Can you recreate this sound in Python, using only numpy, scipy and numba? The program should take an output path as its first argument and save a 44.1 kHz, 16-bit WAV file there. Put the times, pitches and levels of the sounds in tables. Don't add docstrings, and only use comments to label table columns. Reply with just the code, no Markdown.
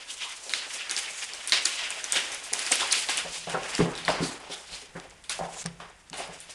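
import sys
import numpy as np
from scipy import signal
from scipy.fft import rfft, irfft, next_fast_len
from scipy.io import wavfile
from scipy.ndimage import uniform_filter1d
from numba import njit

SR = 44100
rng = np.random.default_rng(int(sys.argv[2]) if len(sys.argv) > 2 else 0)


def rack_gain(trim_db):
    fader = np.asarray(trim_db, float)
    return 10 ** (fader / 20)


def output_pcm(signal):
    pcm = np.clip(np.atleast_2d(signal).T, -1, 1) * 32767
    wavfile.write(sys.argv[1], SR, np.round(pcm).astype(np.int16))


N = 288546

# (frequency [Hz], width [share of frequency], level [dB])
JOIST_MODES = [(168.9, 0.069, -1), (44.3, 0.61, -11.5), (135.7, 0.0424, -15.5)]


def unit(x):
    return x / np.sqrt(np.mean(x ** 2))


@njit
def svf(x, hz, damp):
    y, b, l = np.empty(len(x)), 0., 0.
    for i in range(len(x)):
        g = np.tan(np.pi * hz[i] / SR)
        v = (b + g * (x[i] - l)) / (1 + g * (g + damp))
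        b, l, y[i] = 2 * v - b, l + 2 * g * v, damp * v
    return y


def band(x, hz, damp):
    centre = np.clip(hz + np.zeros(len(x)), 20, SR * .45)
    return svf(x, centre, float(damp))


def colour(x, points):
    hz, db = np.transpose(points)
    size = next_fast_len(len(x))
    log_f = np.log(np.arange(size // 2 + 1) * SR / size + 1)
    gain = rack_gain(np.interp(log_f, np.log(hz), db))
    return irfft(rfft(x, size) * gain, size)[:len(x)]


def ring(x, modes):
    out = 0
    for hz, db, t60 in modes:
        pole = np.exp(2j * np.pi * hz / SR - np.log(1000) / (t60 * SR))
        out = out + rack_gain(db) * signal.lfilter([1], [1, -pole], x).imag
    return out


def walk(rate):
    hold = int(SR / rate)
    steps = np.repeat(rng.standard_normal(1024), hold)[:N]
    return uniform_filter1d(steps, hold)


def grit(spread_db, flutter_db):
    size = np.minimum(rng.exponential(size=N), 5)
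    return rng.standard_normal(N) * rack_gain(spread_db * size + flutter_db * walk(60))


def add(track, s, x):
    i = int(s * SR)
    track[i:i + len(x)] += x[:N - i]


def air():
    # (frequency [Hz], density [dB per Hz])
    hush_spectrum = [(25, 8), (100, 3.5), (200, 1.5), (500, 2), (2000, 1), (6000, -27), (12500, -3)]
    # (time [s], level [dB])
    load = [
        (0, -92),
        (2.93, -72),
        (4.13, -47),
        (4.52, -65),
        (5.76, -56.5),
        (5.97, -65.5),
        (6.301, -57),
        (6.54, -67),
    ]
    lower_joist_db, lower_joist_share = -62, 0.48
    hush = unit(colour(rng.standard_normal(N), hush_spectrum))
    hush = hush * rack_gain(-57.5 + 1.2 * walk(3.2))
    s, load_db = np.transpose(load)
    hum_levels = load_db, lower_joist_db + lower_joist_share * (load_db + 65)
    for (hz, width, _), db in zip(JOIST_MODES, hum_levels):
        hum = unit(band(band(rng.standard_normal(N), hz, width), hz, 30.0 * width))
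        level_db = np.interp(np.arange(N) / SR, s, db)
        hush = hush + hum * rack_gain(level_db - 1.5 + 2.8 * walk(3.74))
    return hush


def swells(rows):
    t = np.arange(0, N, 64)[None] / SR
    s, db, rise_ms, fall_ms = np.transpose(rows)[:4, :, None]
    time_constants = np.where(t < s, (s - t) / rise_ms, (t - s) / fall_ms)
    return rack_gain(2 * db) * np.exp(-2000 * time_constants)


def drag():
    # (time [s], level [dB])
    shuffle = [
        (0, -52.5),
        (.6, -50),
        (2.0, -41.5),
        (3.199, -46),
        (4.3, -61),
        (5.1, -60),
        (6.0, -60),
        (6.54, -65),
    ]
    # (time of peak [s], level [dB], rise [ms], fall [ms])
    light_slides = [(0.01, -45, 11, 73), (.09, -45, 6, 90), (.215, -36.5, 10, 135), (.540, -31.5, 3, 115),
                    (.742, -37.5, 73, 230), (.906, -47, 21, 58), (.978, -37.5, 20, 280),
                    (1.233, -38, 25, 34), (1.345, -56, 25, 97), (1.526, -25.5, 2.2, 124),
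                    (1.82, -35, 140, 220), (2.167, -28.5, 26, 102), (2.537, -37.5, 3.3, 850),
                    (2.722, -27.5, 8.6, 144), (2.925, -25.5, 4.5, 90), (3.091, -30, 2.9, 86),
                    (3.177, -34, 2.5, 56), (3.332, -40.5, 25, 100)]
    # (time of peak [s], level [dB], rise [ms], fall [ms], board rumble above scrape [dB])
    heavy_slides = [(3.4, -48.5, 83, 83, -10), (3.5, -44, 15, 250, 8.5), (3.763, -34.5, 140, 26, -26),
                    (3.797, -34.5, 11, 110, 3), (4.084, -32.5, 2.7, 89, 6), (4.198, -36.5, 110, 147, -1),
                    (4.525, -41, 30, 52, 0), (4.753, -40.5, 65, 58, -10), (4.965, -46.5, 11, 92, 5),
                    (5.3, -39, 3, 110, -10.5), (5.4, -47.5, 5, 140, 5), (5.625, -44, 73, 4, -8),
                    (5.66, -44, 5.5, 25, 2.5), (5.804, -47, 5.3, 80, 1.5), (6.14, -52, 5.5, 50, 1),
                    (6.194, -38.5, 23, 81, -1.5), (6.342, -47, 22, 63, -3.5), (6.5, -48, 32, 100, -9)]
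    # (time of peak [s], level [dB], rise [ms], fall [ms])
    brushes = [(.104, -42, 30, 350), (.545, -39.5, 105, 78), (.742, -36.5, 58, 63), (.906, -43, 17, 120),
               (.98, -35, 11, 110), (1.233, -37.5, 130, 50), (6.342, -43, 15, 37), (1.53, -40.5, 15, 200),
               (1.664, -37, 13, 140), (2.051, -54, 32, 100), (2.167, -33, 30, 71), (2.32, -50, 34, 120),
               (2.542, -36.5, 5.5, 550), (2.726, -48, 15, 110), (2.926, -28.5, 18, 125),
               (3.095, -32, 3, 39), (3.177, -34, 2.7, 32), (3.332, -35.5, 24, 42), (3.5, -37.5, 6.7, 43),
               (3.7, -37, 45, 53), (3.78, -36.5, 39, 68), (4.1, -43, 12, 80), (4.235, -31.5, 14, 63),
               (4.526, -39.5, 20, 66), (4.753, -41, 68, 58), (5.304, -35, 3.1, 67), (5.629, -39, 93, 2),
               (6.185, -41.5, 25, 55), (4.97, -54, 12, 63), (6.5, -49.5, 26, 85)]
    # (frequency [Hz], width [share of frequency], level [dB])
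    floor_bands = [(2800, 0.26, -18), (4600, 0.1, -15.5)]
    shuffle_fur_db, shuffle_board_db, light_board_db = -3, -6, -19
    nearing_db_per_s = 2.5

    t = np.arange(0, N, 64) / SR
    bed = rack_gain(2 * np.interp(t, *np.transpose(shuffle)))
    light, heavy = swells(light_slides).sum(axis=0), swells(heavy_slides)
    rumble = (heavy * rack_gain(2 * np.array(heavy_slides)[:, -1:])).sum(axis=0)
    pad_power = bed + light + heavy.sum(axis=0)
    fur_power = bed * rack_gain(2 * shuffle_fur_db) + swells(brushes).sum(axis=0)
    board_power = bed * rack_gain(2 * shuffle_board_db) + rumble
    board_power = board_power + light * rack_gain(2 * (light_board_db + nearing_db_per_s * t))
    pad_gain, fur_gain, board_gain = (np.interp(np.arange(N) / 64, np.arange(len(p)), np.sqrt(p))
                                      for p in (pad_power, fur_power, board_power))
    board_db = 20 * np.log10(board_gain / pad_gain)
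    hz = 2700 * rack_gain(-.15 * (board_db + 16.0) + 0.98 * walk(14))
    slips = grit(spread_db=1.5, flutter_db=2.5)
    scrape = unit(band(band(slips, hz, 1.0), hz, 1.72))
    for floor_hz, width, db in floor_bands:
        scrape = scrape + rack_gain(db) * unit(band(slips, floor_hz, width))
    fur = unit(band(band(grit(spread_db=3.0, flutter_db=2.5), 6760, 1.0), 10000, 7.9))
    board = unit(band(band(grit(spread_db=1.5, flutter_db=3.5), 783, 0.99), 505, 2.6))
    return pad_gain * unit(scrape) + fur_gain * fur + board_gain * board


def claws():
    # (time [s], peak level [dB], centre [Hz], room share [dB])
    strikes = [(.537, -5.5, 3700, -31), (0.8966, -12, 4100, -9), (0.9117, -9, 5560, -11.5),
               (.9657, -9, 4800, -11.5), (.978, -12.5, 5360, -9), (1.4748, -11, 9250, -7.5),
               (1.496, -13.5, 5340, -16), (1.5222, -5, 4170, -9), (1.532, -13, 3940, -6),
               (1.6537, -7, 6050, -12.5), (1.6565, -3, 5900, -16), (1.9053, -15, 7940, -8.5),
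               (2.0425, -13.5, 5430, -12), (2.1228, -4, 7460, -10), (2.1624, -13, 3300, -1.5),
               (2.5316, -10, 8300, -17), (2.5356, -3.5, 7400, -17), (2.5925, -12, 6200, -7),
               (2.7181, -4, 8100, -8), (2.7213, -1.5, 7000, -14), (2.756, -13, 7100, -19),
               (2.7994, -13.5, 3900, -1), (2.9124, -27.5, 5100, -14), (2.9258, -3.5, 6730, -28),
               (3.1735, -10.5, 6500, -15), (3.7513, -10.5, 4800, -20), (4.0807, -14, 2270, -2.5),
               (5.296, -13, 4900, -10.5), (5.6608, -13, 6500, -39), (6.0998, -20.5, 6160, -37)]
    # (time [s], peak level [dB], centre [Hz])
    taps = [(.087, -23.5, 3730), (0.2094, -30, 3350), (0.495, -14.5, 4440), (0.5401, -16.5, 3370),
            (0.906, -29, 3970), (.914, -20, 4820), (1.3356, -18.5, 5370), (1.349, -25, 5530),
            (1.66, -11.5, 4560), (1.826, -28, 3080), (2.3188, -16.5, 7500), (2.44, -17.5, 9100),
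            (2.6652, -13, 5010), (3.0883, -12.5, 2600), (3.095, -11, 6400), (3.1782, -12, 3530),
            (3.4985, -16, 3410), (3.6335, -20.5, 3320), (3.7812, -20, 2400), (3.9533, -20.5, 3700),
            (3.9782, -16.5, 3800), (4.0508, -15.5, 4300), (2.9228, -13, 8500), (5.2400, -29.5, 6370),
            (5.8028, -30, 3360), (6.131, -20.5, 2760), (6.143, -28, 3250), (6.2005, -30, 4040),
            (6.404, -24, 9000), (6.4962, -31, 4760)]
    # (time [s], peak level [dB], centre [Hz])
    flicks = [(2.4, -33, 6100), (2.347, -18, 8000), (3, -24, 9000), (3.917, -31, 6800), (5.1065, -36, 6500),
              (4.5199, -28, 5400), (2.9283, -11, 3600), (5.0985, -41, 8900), (5.1102, -34.5, 2600),
              (5.9, -42, 8000), (5.299, -17, 6700), (5, -25, 3800), (5.642, -31, 4400), (2.8, -15, 4500),
              (1.5346, -12, 4100)]
    tick_ms = 1.14
    rows = [(*r, -3) for r in strikes]
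    rows += [(*r, -7, -4) for r in taps]
    rows += [(*r, -20, 0) for r in flicks]

    near, feed, t = np.zeros(N), np.zeros(N), np.arange(1024) / SR
    for (s, db, hz, wet_db, near_db), chatter in zip(rows, rng.standard_normal((len(rows), 1024))):
        hit = chatter * np.exp(-t * 1000 / tick_ms) * np.minimum(t / 0.000095, 1)
        nail = band(band(hit, hz, 1.0), hz, 2.5)
        edge = np.diff(hit * np.exp(-t / 0.00058), prepend=0)
        board = band(band(hit, 2300, 0.47), 1560, 3.4)
        tick = nail + rack_gain(-14 + 8.2 * np.log2(hz / 4000)) * edge
        tick += rack_gain(-3.5 - 1.6 * np.log2(hz / 2500)) * board
        tick /= abs(tick).max()
        snap = band(np.exp(-t / .00004), hz, 2.5) + .15 * tick
        add(near, s - .0005, rack_gain(db + near_db) * tick)
        add(feed, s - .0005, rack_gain(db + wet_db + 5.5) * snap / abs(snap).max())
    return near, feed


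def skids():
    # (time of peak [s], level [dB], centre [Hz], rise [ms], fall [ms])
    singing_skids = [(.105, -36.5, 3180, 14, 12), (.235, -32.5, 3040, 27, 24), (.27, -45.5, 1020, 37, 55),
                     (6.178, -42, 9600, 6, 40), (.55, -36, 4400, 10, 70), (0.819, -36.5, 2800, 16, 28),
                     (1.08, -34.5, 2320, 4.9, 25), (1.535, -25.5, 4500, 6.1, 45),
                     (1.545, -30, 2770, 10, 46), (1.835, -38, 2800, 15, 220), (4.24, -35, 4370, 18, 52),
                     (2.171, -23.5, 3250, 22, 19), (2.831, -32.5, 1040, 11, 19),
                     (2.912, -23.5, 4400, 2, 12), (2.987, -32, 9650, 7.7, 18), (3.551, -30, 1410, 8, 13),
                     (4.526, -38.5, 3500, 17, 43), (4.75, -39.5, 4140, 43, 8.6),
                     (4.959, -43.5, 1690, 6.6, 41), (5.43, -36, 720, 20, 76), (5.668, -37.5, 5400, 9, 1.4),
                     (5.615, -36, 6960, 35, 6.5), (6.2, -41.5, 674, 33, 60), (6.505, -47, 3560, 4.8, 8.2),
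                     (4.11, -39, 4700, 10, 70), (5.31, -43, 3300, 7.4, 50), (5.59, -46, 3600, 22, 18),
                     (1.2, -41, 6900, 50, 25), (4.52, -42.5, 5100, 15, 30)]
    out, t = np.zeros(N), (np.arange(12288) - 4096) / SR
    rubs = rng.standard_normal((len(singing_skids), 12288))
    for (s, db, hz, rise_ms, fall_ms), rub in zip(singing_skids, rubs):
        swell = np.exp(np.where(t < 0, t / rise_ms, -t / fall_ms) * 1000)
        centre = hz * (1 - .45 * t)
        tone = unit(band(band(rub, centre, .25), centre, .55))
        add(out, s + t[0], rack_gain(db) * swell * tone)
    return out


def thumps():
    # (time [s], peak level [dB], centre [Hz], push [ms])
    pats = [
        (.243, -39, 1080, 12),
        (.465, -37.5, 594, 47),
        (1.524, -26, 1110, 47),
        (2.155, -28, 563, 21),
        (2.52, -31, 603, 38),
        (2.711, -25, 513, 12),
        (2.816, -27, 895, 30),
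        (2.918, -41, 890, 23),
        (2.967, -39, 590, 17),
        (3.0883, -28, 1050, 19),
    ]
    # (time [s], peak level [dB], centre [Hz], joist ring [dB], push [ms])
    body_thumps = [(3.248, -30, 610, -17, 34), (3.472, -25.5, 650, -14, 28), (3.539, -19, 686, -18, 47),
                   (3.789, -20.5, 300, -16, 15), (3.804, -14.5, 405, -6, 24), (4.082, -18, 794, -16, 52),
                   (4.203, -22.5, 300, -8.5, 21), (4.498, -31.5, 450, -21, 15), (4.72, -47.5, 544, -12, 26),
                   (4.816, -43.5, 466, -26, 31), (4.952, -33.5, 420, -6, 27), (5.298, -28, 1230, -37, 41),
                   (5.391, -25, 650, -30, 15), (5.409, -29, 690, -8, 35), (5.654, -31.5, 530, -0.5, 12),
                   (5.801, -33.5, 1090, -18, 42), (6.11, -46, 250, -2.5, 75), (6.13, -35.5, 765, -21, 48),
                   (6.19, -32.5, 666, -22, 37), (6.289, -35.5, 547, -9, 31), (6.491, -41.5, 660, -38, 13),
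                   (3.828, -30.5, 400, 1, 28), (4.216, -30, 383, -3, 28)]
    # (frequency [Hz], level [dB], decay time t60 [s])
    board_modes = [(270, 13, 0.03), (420, 2.5, 0.078), (548, -5, 0.18), (576, 1.5, 0.056), (657, 1, 0.025),
                   (790, 4, 0.02), (923, -21, 0.016), (1180, -7, 0.035)]
    pat_joist_db, room_db = -55, -6.5
    rows = [(s, db, hz, pat_joist_db, ms) for s, db, hz, ms in pats]
    rows += [tuple(r) for r in body_thumps]

    near, feed, t = np.zeros(N), np.zeros(N), np.arange(8192) / SR
    for (s, db, hz, joist_db, ms), shake in zip(rows, rng.standard_normal((len(rows), 8192))):
        push = shake * np.exp(-t * 1000 / ms) * np.minimum(t * hz / 1.2, 1)
        body = band(band(push, hz, .6), hz, 1.1)
        board = unit(ring(body, board_modes)) + rack_gain(7.5) * unit(body)
        board *= rack_gain(db) / abs(board).max()
        shove = np.exp(-t / .0012) + .1 * push
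        joist = sum(rack_gain(g) / w * band(band(shove, f, w), f, 6.8 * w) for f, w, g in JOIST_MODES)
        add(near, s - .002, board + rack_gain(db + joist_db + 4.0) * joist / abs(joist).max())
        add(feed, s - .002, rack_gain(room_db) * board)
    return near, feed


def pings():
    # (time [s], peak level [dB], frequency [Hz])
    nail_notes = [(.5365, -14, 2180), (.5368, -16, 3940), (.8955, -23, 4370), (3.751, -21.5, 4600),
                  (3.953, -28.5, 3900), (4.0505, -23.5, 4470), (6.1305, -33, 2900), (6.141, -35, 8000),
                  (6.277, -39, 10200), (6.332, -39, 8500), (6.403, -34, 9000), (2.5925, -22, 4500),
                  (.9112, -21, 10200), (.9649, -17, 4620), (.9774, -21, 4570), (1.4746, -18, 10160),
                  (1.5218, -8.5, 4220), (1.5234, -22, 2360), (1.528, -15.5, 1960), (1.5323, -15, 3960),
                  (1.5343, -16.5, 2800), (1.6533, -18, 9220), (1.6558, -10.5, 4600), (1.656, -13, 6800),
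                  (1.9046, -21, 9090), (2.0417, -22.5, 6200), (2.1221, -17, 9100), (2.5304, -20, 9900),
                  (2.5349, -21, 9090), (2.5349, -25, 7600), (2.594, -25, 9000), (2.7173, -14, 8400),
                  (2.7207, -14, 8740), (2.7241, -13, 2240), (2.7564, -17.5, 10100), (2.9217, -14.5, 9400),
                  (2.924, -24, 5000), (2.9261, -11, 6590), (2.927, -14, 9670), (2.9295, -14, 4050),
                  (2.9335, -20, 3470), (2.9405, -17.5, 2400), (2.9497, -20, 4450), (3.173, -24, 9740),
                  (3.179, -17, 2900), (3.495, -32, 9500), (3.5015, -30, 9350), (3.7513, -24, 7600),
                  (3.7805, -20, 1840), (4.0803, -17, 3380), (4.0805, -9.5, 1940), (4.1025, -22, 4800),
                  (4.402, -40.5, 10000), (5.0985, -43, 7140), (5.243, -37.5, 3300), (5.2952, -22, 3840),
                  (5.2952, -24, 9800), (5.66, -26, 8750), (5.6602, -24.5, 1760)]
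    # (time [s], peak level [dB], frequency [Hz])
    knocks = [(2.8171, -26, 875), (2.8286, -24.5, 1270), (3.092, -23.5, 820), (3.5459, -24, 1080),
              (3.5519, -20.5, 574), (3.7934, -17, 322), (3.8014, -23, 1100), (3.803, -11, 300),
              (3.8088, -23, 1080), (3.8178, -13.5, 390), (4.0837, -15, 865), (4.0922, -17.5, 650),
              (4.0942, -22, 1050), (4.0997, -22, 950), (4.1017, -16.5, 520), (4.1126, -27, 1230),
              (5.3917, -21.5, 694), (5.4007, -23, 650), (5.4107, -19.5, 650), (5.423, -23.5, 780),
              (5.4331, -27, 790), (5.4396, -25, 617), (5.46, -32, 630), (3.8265, -19, 330),
              (3.842, -21, 420), (4.2079, -23, 242), (4.219, -26, 398), (4.23, -27, 350), (6.188, -35, 650),
              (6.204, -32, 720), (6.222, -35, 620), (4.9582, -29.5, 342), (5.4705, -31, 670),
              (5.488, -31, 760), (5.8018, -33, 1060)]
    # (time [s], peak level [dB], frequency [Hz])
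    jolts = [(1.56, -57, 60), (2.8, -53, 90), (3.28, -54, 48), (3.8, -44, 50.6), (4.08, -52, 50),
             (4.23, -48, 50), (4.72, -47, 50.3), (5.07, -58, 55), (5.4, -45, 50), (5.66, -49, 50),
             (6.28, -60, 50)]
    near, feed, t = np.zeros(N), np.zeros(N), np.arange(8192) / SR
    # contacts, decay [ms], room share [dB]
    for rows, ms, wet_db in ((nail_notes, 0.98, -15), (knocks, 2.33, -15), (jolts, 35, -60)):
        shape = np.exp(-t * 1000 / ms) * (1 - np.exp(-t * 4000 / ms))
        for s, db, hz in rows:
            note = rack_gain(db) * shape / shape.max() * np.sin(2 * np.pi * hz * t)
            add(near, s, note)
            add(feed, s, rack_gain(wet_db) * note)
    return near, feed


def room(x):
    # (band centre [Hz], decay time t60 [s], level [dB])
    wall_bands = [(250, 0.44, 10), (650, 0.49, -0.5), (1650, 0.28, 4.5), (2900, 0.41, 2.5),
                  (5560, 0.12, -6), (11600, 0.25, 7)]
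    t = np.arange(int(SR * .7)) / SR
    tail = 0
    for hz, t60, db in wall_bands:
        echoes = band(rng.standard_normal(len(t)), hz, 0.96)
        tail = tail + rack_gain(db - 60 * t / t60) * echoes
    tail *= np.clip((t - .002) / 0.0016, 0, 1)
    return signal.fftconvolve(x, tail / np.sqrt(np.sum(tail ** 2)))[:N]


def scene():
    scrape = drag() + skids()
    tick, tick_feed = claws()
    thump, thump_feed = thumps()
    ping, ping_feed = pings()
    wet = room(ping_feed + rack_gain(7) * tick_feed + rack_gain(-3.5) * thump_feed + rack_gain(-15) * scrape)
    return (scrape + tick + ping + thump + wet + air())[None]


def low_pass(x):
    return signal.sosfilt(signal.butter(12, 12940, fs=SR, output="sos"), x)


def record(dry):
    # (frequency [Hz], level [dB])
    mic_response = [(30, -3), (9800, 0), (10600, -3), (11200, -17), (12000, -13), (12500, -55),
                    (12900, -52), (13400, -70)]
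    mix = colour(dry[0], mic_response)[None]
    return low_pass(mix)


dry = scene()
out = record(dry)
output_pcm(out)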